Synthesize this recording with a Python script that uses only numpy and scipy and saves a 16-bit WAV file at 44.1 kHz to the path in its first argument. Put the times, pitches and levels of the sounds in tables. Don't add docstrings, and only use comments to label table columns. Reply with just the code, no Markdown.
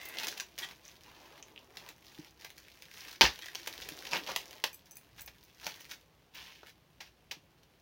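import sys
import numpy as np
from scipy import signal
from scipy.fft import rfft, irfft
from scipy.io import wavfile
from scipy.ndimage import uniform_filter1d

SR = 44100
rng = np.random.default_rng(int(sys.argv[2]) if len(sys.argv) > 2 else 0)


def inscribe(sig):
    pcm = np.round(np.clip(np.atleast_2d(sig).T, -1, 1) * 32767)
    wavfile.write(sys.argv[1], SR, pcm.astype(np.int16))


N = 344421
TIME = np.arange(N) / SR
SILENT_DB = -120.
TEN_MS_GAIN = np.sqrt(SR / 100)


# frequency_hz, relative_db
CRACKLE_SPECTRUM = [(300, -40.5), (900, -8.5), (1250, -14), (1600, -4), (2600, -2), (4000, -2), (5900, -3),
                    (6600, -10.5), (7600, -24.5), (12000, -51.5)]
FIZZ_SPECTRUM = [(3000, -35), (6500, -1.5), (8000, -8), (10000, -4), (13000, -3), (15200, 1), (16500, 0)]
BODY_SPECTRUM = [(30, -36.5), (80, -26.5), (160, -4.5), (270, -5.5), (500, -3), (660, -3), (920, 2.5),
                 (1200, -4), (1700, -9), (4000, -58)]
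def crinkle(level_db, creases_per_s, patch_count=10):
    creases = evened(clicks(creases_per_s, spread_db=7), 0.082)
    patch = rng.integers(0, patch_count, N)
    ringing = sum(resonate(creases * (patch == k), hz, .45 * hz) / np.sqrt(hz)
                  for k, hz in enumerate(np.geomspace(1100, 7500, patch_count)))
    hiss = from_db(-7) * rng.standard_normal(N)
    crackle = rms_one(evened(ringing, 0.054) + hiss) * from_db(level_db - 6)
    fizz_db = -58 + .85 * (level_db + 50)
    fizz = rms_one(creases + hiss) * from_db(fizz_db)
    return colour(crackle, CRACKLE_SPECTRUM), colour(fizz, FIZZ_SPECTRUM)


# time_s, level_db
WINDING_LEVELS = [(0.0, -51.5), (0.14, -54), (0.28, -55), (0.41, -65), (0.62, -65), (1.29, -64),
                  (1.55, -67), (2.43, -68.5), (2.5, -64.5), (2.81, -58.5), (2.93, -55), (3.16, -51.5),
                  (3.38, -52.5), (3.8, -50.5), (4.11, -47), (4.23, -46.5), (4.59, -56.5), (4.75, -67.5),
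                  (5.51, -67), (5.65, -57.5), (5.77, -56), (5.82, -51.5), (5.96, -70), (6.2, -77)]
# time_s, level_db
RUB_LEVELS = [(0.0, -61.5), (0.26, -53.5), (0.41, -70), (1.09, -68.5), (1.23, -65.5), (1.8, -65.5),
              (1.95, -70.5), (2.81, -72), (3.19, -70.5), (3.87, -60), (4.23, -55.5), (4.56, -62.5),
              (4.66, -70.5), (5.56, -73.5), (5.75, -68), (6.2, -74)]
# frequency_hz, relative_db
RUB_SPECTRUM = [(50, -26), (150, -15.5), (320, 5), (520, 1), (720, -0.5), (950, -1.5), (1250, -7.5),
                (2000, -18.5), (5000, -51)]
RIP_S = 3.213
def winding(creases_per_s=1300, clumps_per_s=45, ticks_per_s=50, still_s=.05):
    clumps = np.interp(TIME * clumps_per_s, np.arange(N), rng.standard_normal(N))
    still = (TIME > RIP_S - still_s) & (TIME < RIP_S)
    level_db = in_time(WINDING_LEVELS) - 2 + 2.5 * clumps - 12 * still
    crackle, fizz = crinkle(level_db, creases_per_s)
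    impulses = clicks(ticks_per_s, spread_db=0.7) * from_db(level_db + 2)
    ticks = colour(impulses, CRACKLE_SPECTRUM) + from_db(4) * colour(impulses, FIZZ_SPECTRUM)
    rub = friction(in_time(RUB_LEVELS), creases_per_s, RUB_SPECTRUM)
    return crackle + fizz + rub + ticks


def rip(length_s=0.03, decay_db_per_s=400, creases_per_s=4000):
    level_db = -23 - decay_db_per_s * np.clip(TIME - RIP_S - length_s, 0, 1)
    level_db = np.where(TIME < RIP_S, SILENT_DB, level_db)
    crackle, fizz = crinkle(level_db, creases_per_s)
    return crackle + from_db(-7) * fizz + friction(level_db - 8.5, creases_per_s, BODY_SPECTRUM)


# start_s, level_db, relative_body_db, relative_fizz_db, duration_s
SNAPS_AND_PATS = [(0.17, -46, -8, -21, 0.0026), (0.185, -38.5, -17, -13.5, 0.0025),
                  (0.234, -45, -6, -9, 0.0029), (.246, -47.5, -16, -3, .0014),
                  (0.27, -42, -33, -6.5, 0.00095), (.281, -38.5, -17, -8.5, .0055),
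                  (0.375, -47, -14, -7, 0.0034), (0.399, -39, -27.5, -13, 0.0015),
                  (0.406, -43.5, -30, -10, 0.00097), (.579, -48.5, -9, -12, 0.0012),
                  (.585, -42, -16, -4.5, .006), (1.77, -46, -14, -14, 0.0031), (1.888, -51, -9, -5, 0.0031),
                  (2.447, -50.5, -4.5, -7, 0.0025), (2.503, -56, -10, -6.5, 0.0012),
                  (2.58, -56, -12, -5, 0.0024), (2.822, -52.5, -11, -9, 0.0015),
                  (3.2102, -20, -4, -19, .0014), (3.2161, -21, -16, -24, 0.00073),
                  (3.2179, -22.5, -10, -21, 0.0013), (3.39, -51, -5.5, -7, 0.0015),
                  (3.422, -49, -18, -18, 0.0013), (3.459, -50, -8.5, -6.5, 0.0013),
                  (3.549, -46, -9, -7, .0018), (3.554, -40.5, -9.5, -18, .0014),
                  (3.672, -39, -5.5, -7.5, 0.0045), (3.817, -45.5, -14, -16, 0.009),
                  (3.888, -45, -8, -4.5, 0.0017), (4.067, -44.5, -11, -15, .0055),
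                  (4.133, -32, -7.5, -30, 0.00089), (4.273, -45, -6, -37, 0.0027),
                  (4.316, -46.5, -1, -10, 0.0019), (4.361, -32.5, -6, -9, .0024),
                  (4.509, -55, -11, -4.5, 0.0015), (4.639, -29.5, -6, -12.5, .0029),
                  (5.275, -50, -6, -16, 0.0066), (5.666, -37, -6, -12.5, 0.0022),
                  (5.807, -57, -10, -16, 0.0012), (6.631, -64, 11, -20, 0.0021),
                  (7.003, -46.5, -6.5, -15, .0097), (7.31, -39.5, -11.5, -15, 0.0087),
                  (7.632, -66.5, -14, -11, .002)]
def snaps_and_pats(centre_hz=1740, body_db_per_octave=17, size=4096):
    out, t = np.zeros(N), TIME[:size]
    low_cut = signal.butter(2, 420, "high", fs=SR, output="sos")
    for start_s, level_db, body_db, fizz_db, duration_s in SNAPS_AND_PATS:
        rise_s = .55 * duration_s
        ring_hz = centre_hz * 2 ** (-body_db / body_db_per_octave)
        burst = flat_burst(t * np.exp(-t / rise_s), ragged_db=5)
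        burst[int(rise_s * SR / 2)] += np.sqrt(0.00095 / duration_s)
        ring = resonate(burst, ring_hz, width_hz=1200)
        crack = unit_energy(colour(burst + ring, CRACKLE_SPECTRUM))
        body = from_db(body_db) * unit_energy(signal.sosfilt(low_cut, colour(burst, BODY_SPECTRUM)))
        fizz = from_db(fizz_db + 4) * unit_energy(colour(burst, FIZZ_SPECTRUM))
        add(out, start_s, from_db(level_db + 1) * TEN_MS_GAIN * (crack + body + fizz))
    return out


# start_s, length_s, first_db, last_db, relative_body_db
HAND_TUGS = [(.19, 0.14, -40.5, -47, -16), (.32, .1, -58, -50.5, -9), (.587, 0.065, -50, -48, -9.5),
             (.67, 0.05, -54, -53.5, -4), (.845, 0.084, -56, -65, -16), (1.75, 0.16, -61.5, -58, -4),
             (2.05, 0.23, -60.5, -60.5, -12), (2.4, 0.06, -57.5, -53.5, -13),
             (2.96, 0.17, -54.5, -53.5, -13.5), (5.183, 0.048, -50.5, -60, -19),
             (5.61, 0.062, -57.5, -42.5, -10), (5.672, 0.044, -51, -49.5, -13),
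             (5.91, 0.022, -41.5, -46.5, -18), (6.668, 0.015, -54, -49.5, -21)]
# start_s, length_s, first_db, last_db, relative_body_db
HAND_SLIDES = [(1.06, 0.34, -63.5, -62.5, 1.5), (4.133, 0.037, -35.5, -36.5, -1),
               (4.286, 0.019, -42.5, -41.5, 1.5), (6.355, 0.17, -48.5, -55.5, -12),
               (6.525, 0.12, -57, -67, -22.5), (7.025, .05, -58, -60, -14)]
def hands():
    tugs = strokes(HAND_TUGS, attack_s=0.027, creases_per_s=2000, fizz_db=-0.5)
    slides = from_db(-3) * strokes(HAND_SLIDES, attack_s=0.041, creases_per_s=7000, fizz_db=-1.5)
    swish = from_db(-2) * resonate(slides, hz=2750, width_hz=1300)
    return tugs + slides + swish


def strokes(rows, attack_s, creases_per_s, fizz_db, release_s=0.044, fade_db=31.5):
    level_db, body_db = np.full((2, N), SILENT_DB)
    for start_s, length_s, first_db, last_db, relative_body_db in rows:
        corners_s = [start_s - attack_s, start_s, start_s + length_s, start_s + length_s + release_s]
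        corners_db = [first_db - fade_db, first_db, last_db, last_db - fade_db]
        during = (TIME > corners_s[0]) & (TIME < corners_s[-1])
        stroke_db = np.interp(TIME[during], corners_s, corners_db)
        level_db[during] = np.maximum(level_db[during], stroke_db)
        body_db[during] = np.maximum(body_db[during], stroke_db + relative_body_db)
    crackle, fizz = crinkle(level_db, creases_per_s)
    return crackle + from_db(fizz_db) * fizz + friction(body_db, creases_per_s, BODY_SPECTRUM)


def friction(level_db, catches_per_s, spectrum):
    noise = rng.standard_normal(N)
    catches = from_db(-3) * evened(clicks(catches_per_s, spread_db=6), 0.062)
    return colour(rms_one(noise + catches) * from_db(level_db), spectrum)


# start_s, length_s, level_db, pitch_hz, upper_modes_db, slips_per_s
PEEL_PULLS = [(-.04, 0.33, -53, 2080, -13, 900), (0.618, 0.037, -43.5, 1915, -1.5, 900),
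              (3.415, 0.089, -50.5, 1910, -4, 150), (3.56, 0.37, -70, 1920, -15, 120)]
# pitch_ratio, width_hz, gain_db
SHEET_MODES = [(1.0, 129, 8.5), (1.25, 320, 0), (1.7, 170, 10), (2.05, 220, -28)]
def peeling(edge_s=0.0025):
    out = np.zeros(N)
    for start_s, length_s, level_db, pitch_hz, upper_db, slips_per_s in PEEL_PULLS:
        during = (TIME >= start_s) & (TIME <= start_s + length_s)
        slips = evened(clicks(slips_per_s, spread_db=4)[during], .015)
        sheet = sum(from_db(gain_db + upper_db * (k > 1)) * resonate(slips, ratio * pitch_hz, width_hz)
                    for k, (ratio, width_hz, gain_db) in enumerate(SHEET_MODES))
        to_edge_s = np.minimum(TIME[during] - start_s, start_s + length_s - TIME[during])
        out[during] += rms_one(sheet) * from_db(level_db) * np.minimum(to_edge_s / edge_s, 1)
    return out


# start_s, level_db, pitch_hz
PINGS_AND_SQUEAKS = [(.8525, -41, 6200), (0.88, -38, 6170), (1.4264, -36, 6300), (1.427, -41, 2820),
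                     (1.5613, -38.5, 2820), (1.5772, -34.5, 2950)]
def pings_and_squeaks(fall_per_s=18, rise_s=0.00032, size=1024):
    out, t = np.zeros(N), TIME[:size]
    envelope = t / rise_s * np.exp(1 - t / rise_s)
    for start_s, level_db, pitch_hz in PINGS_AND_SQUEAKS:
        phase = 2 * np.pi * np.cumsum(pitch_hz * np.exp(-fall_per_s * t)) / SR
        add(out, start_s, from_db(level_db) * envelope * np.sin(phase))
    return out


# start_s, level_db, highest_modes_db
JEWELLERY_CLINKS = [(0.012, -69, -2), (0.031, -55, -4), (0.0547, -46, 11), (0.0876, -47, -9),
                    (4.73, -51, -17), (4.744, -49.5, -18.5), (4.91, -51, -8.5), (4.917, -54, -12),
                    (4.956, -55, 5), (4.969, -48.5, 0.5), (5.208, -46.5, 6), (5.218, -45.5, 12),
                    (5.261, -51, 1), (5.437, -59.5, 8), (5.807, -53.5, 16), (6.348, -56.5, 26)]
# frequency_hz, gain_db, t60_s
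JEWELLERY_MODES = [(2450, -7, 0.043), (4900, -9, 0.033), (6130, 0.5, 0.038), (7900, -11, .025),
                   (9650, -10.5, 0.071), (10460, -11, 0.04), (12300, -4, 0.041), (13730, -4, 0.036),
                   (14750, -3, .02), (15480, -2, 0.036), (16900, -3, .02)]
def jewellery(scatter_db=6.5, highest_above_hz=14300, tick_s=0.002):
    out, mode_hz = np.zeros(N), np.array(JEWELLERY_MODES)[:, 0]
    for start_s, level_db, highest_db in JEWELLERY_CLINKS:
        gains_db = highest_db * (mode_hz > highest_above_hz)
        gains_db = gains_db + scatter_db * rng.standard_normal(len(mode_hz))
        ring = unit_energy(struck(JEWELLERY_MODES, gains_db))
        contact = rng.standard_normal(len(ring)) * np.exp(-TIME[:len(ring)] / tick_s)
        tick = from_db(-3) * unit_energy(colour(contact, FIZZ_SPECTRUM))
        add(out, start_s, from_db(level_db - 1.5) * TEN_MS_GAIN * (ring + tick))
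    return out


# start_s, level_db
ROLL_BUMPS = [(2.187, -34.5), (3.064, -52), (3.915, -42), (4.025, -62), (4.292, -47), (7.364, -52)]
# frequency_hz, gain_db, t60_s
ROLL_MODES = [(155, -5, .065), (240, -9, .04), (305, 0, .062), (850, -18, .03)]
def bumps(contact_s=0.0046):
    out, knock = np.zeros(N), struck(ROLL_MODES, np.zeros(len(ROLL_MODES)))
    swell = 1 - np.exp(-(TIME[:len(knock)] / contact_s) ** 2)
    for start_s, level_db in ROLL_BUMPS:
        add(out, start_s, from_db(level_db + 2) * knock * swell)
    return out


# start_s, level_db, rise_s
AIR_WAFTS = [(3.21, -40, .036), (3.73, -63, 0.099), (4.31, -67, .05), (5.08, -65, .16)]
# frequency_hz, relative_db
AIR_SPECTRUM = [(15, -48), (35, -24), (56, -3), (72, -9), (100, -16.5), (170, -17), (400, -51.5)]
def wafts():
    gust = np.zeros(N)
    for start_s, level_db, rise_s in AIR_WAFTS:
        age = np.maximum(TIME - start_s, 0) / rise_s
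        gust += from_db(level_db) * (age * np.exp(1 - age)) ** 2
    return gust * evened(colour(rng.standard_normal(N), AIR_SPECTRUM), .06)


def echoes(x, early_t60_s=0.06, tail_t60_s=0.17, treble_t60_s=0.16, delay_s=0.0013, build_s=0.0042):
    size, hop = 8192, 1024
    t = np.maximum(TIME[:size] - delay_s, 0)
    padded, out = np.pad(x, size), np.zeros(N + 4 * size)
    fade = np.sqrt(signal.get_window("hann", 2 * hop))
    damping = signal.butter(2, 7000, fs=SR, output="sos")
    early_fall, tail_fall, treble_fall = (
        from_db(-60 * t / t60_s) for t60_s in (early_t60_s, tail_t60_s, treble_t60_s))
    for at in range(0, N + size, hop):
        diffuse = rng.standard_normal(size)
        dull = signal.sosfiltfilt(damping, diffuse)
        decay = dull * tail_fall + (diffuse - dull) * treble_fall
        tail = unit_energy(decay * (1 - np.exp(-t / build_s)))
        early = flat_burst((t > 0) * early_fall, ragged_db=0, passes=1)
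        response = from_db(-7) * early + from_db(-6) * tail
        out[at:at + size + 2 * hop - 1] += signal.fftconvolve(padded[at:at + 2 * hop] * fade, response)
    return out[size:size + N]


# frequency_hz, relative_db
ROOM_SPECTRUM = [(20, -21), (40, -7), (58, 0), (85, -1.5), (160, -1), (300, -12.5), (600, -19.5),
                 (1200, -18), (3000, -17.5), (6000, -26), (8000, -33), (15000, -29.5)]
def ambience(noise_db=-68, hum_db=-79, hum_hz=59):
    hum = from_db(hum_db) * rms_one(np.sin(2 * np.pi * hum_hz * TIME))
    return from_db(noise_db) * colour(rng.standard_normal(N), ROOM_SPECTRUM) + hum


def clicks(per_s, spread_db):
    sizes = from_db(spread_db * np.minimum(rng.exponential(1, N), 4)) * rng.choice([-1, 1], N)
    return sizes * (rng.random(N) < per_s / SR)


def flat_burst(envelope, ragged_db, passes=3):
    cracks, strength = rng.standard_normal((2, len(envelope)))
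    burst = cracks * from_db(ragged_db * strength) * envelope
    gate = np.minimum(2 * envelope / envelope.max(), 1)
    for _ in range(passes):
        spectrum = rfft(burst)
        burst = irfft(spectrum / (np.abs(spectrum) + 1e-20)) * gate
    return unit_energy(burst)


def struck(modes, gains_db, size=6000):
    hz, db, t60_s = np.transpose(modes)[:, :, None]
    t = TIME[:size]
    return np.sum(from_db(db + gains_db[:, None] - 60 * t / t60_s) * np.sin(2 * np.pi * hz * t), axis=0)


def resonate(x, hz, width_hz):
    radius = np.exp(-np.pi * width_hz / SR)
    feedback = [1, -2 * radius * np.cos(2 * np.pi * hz / SR), radius ** 2]
    return signal.lfilter(np.array([1, 0, -1]) * (1 - radius ** 2) / 2, feedback, x + 1e-18)


def colour(x, spectrum, size=4096):
    hz, db = np.transpose(spectrum)
    grid_hz = np.maximum(np.arange(size // 2 + 1) * SR / size, 1)
    cepstrum = irfft(np.log(from_db(np.interp(np.log(grid_hz), np.log(hz), db))))
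    response = irfft(np.exp(rfft(2 * cepstrum[:size // 2], size)))
    return signal.oaconvolve(x, unit_energy(response))[:len(x)]


def evened(x, span_s):
    width = int(span_s * SR)
    power = uniform_filter1d(uniform_filter1d(x ** 2, width), width)
    return x / np.sqrt(np.maximum(power, 0) + 1e-3 * np.mean(x ** 2))


def from_db(db):
    return 10 ** (np.asarray(db) / 20)


def rms_one(x):
    return x / np.sqrt(np.mean(x ** 2) + 1e-20)


def unit_energy(x):
    return x / np.sqrt(np.sum(x ** 2) + 1e-20)


def in_time(curve):
    return np.interp(TIME, *np.transpose(curve))


def add(out, start_s, sound):
    at = round(start_s * SR)
    out[at:at + len(sound)] += sound[:N - at]


def scene():
    film = winding() + hands() + rip() + snaps_and_pats() + peeling()
    small_sources = jewellery() + pings_and_squeaks()
    room = echoes(film + from_db(-1) * small_sources)
    return (film + small_sources + bumps() + room + wafts() + ambience())[None]


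def record(dry, ceiling=0.93, cutoff_hz=15950):
    rounded = dry / (1 + (dry / ceiling) ** 6) ** (1 / 6)
    return signal.sosfilt(signal.ellip(10, .1, 70, cutoff_hz, fs=SR, output="sos"), rounded)


dry = scene()
out = record(dry)
inscribe(out)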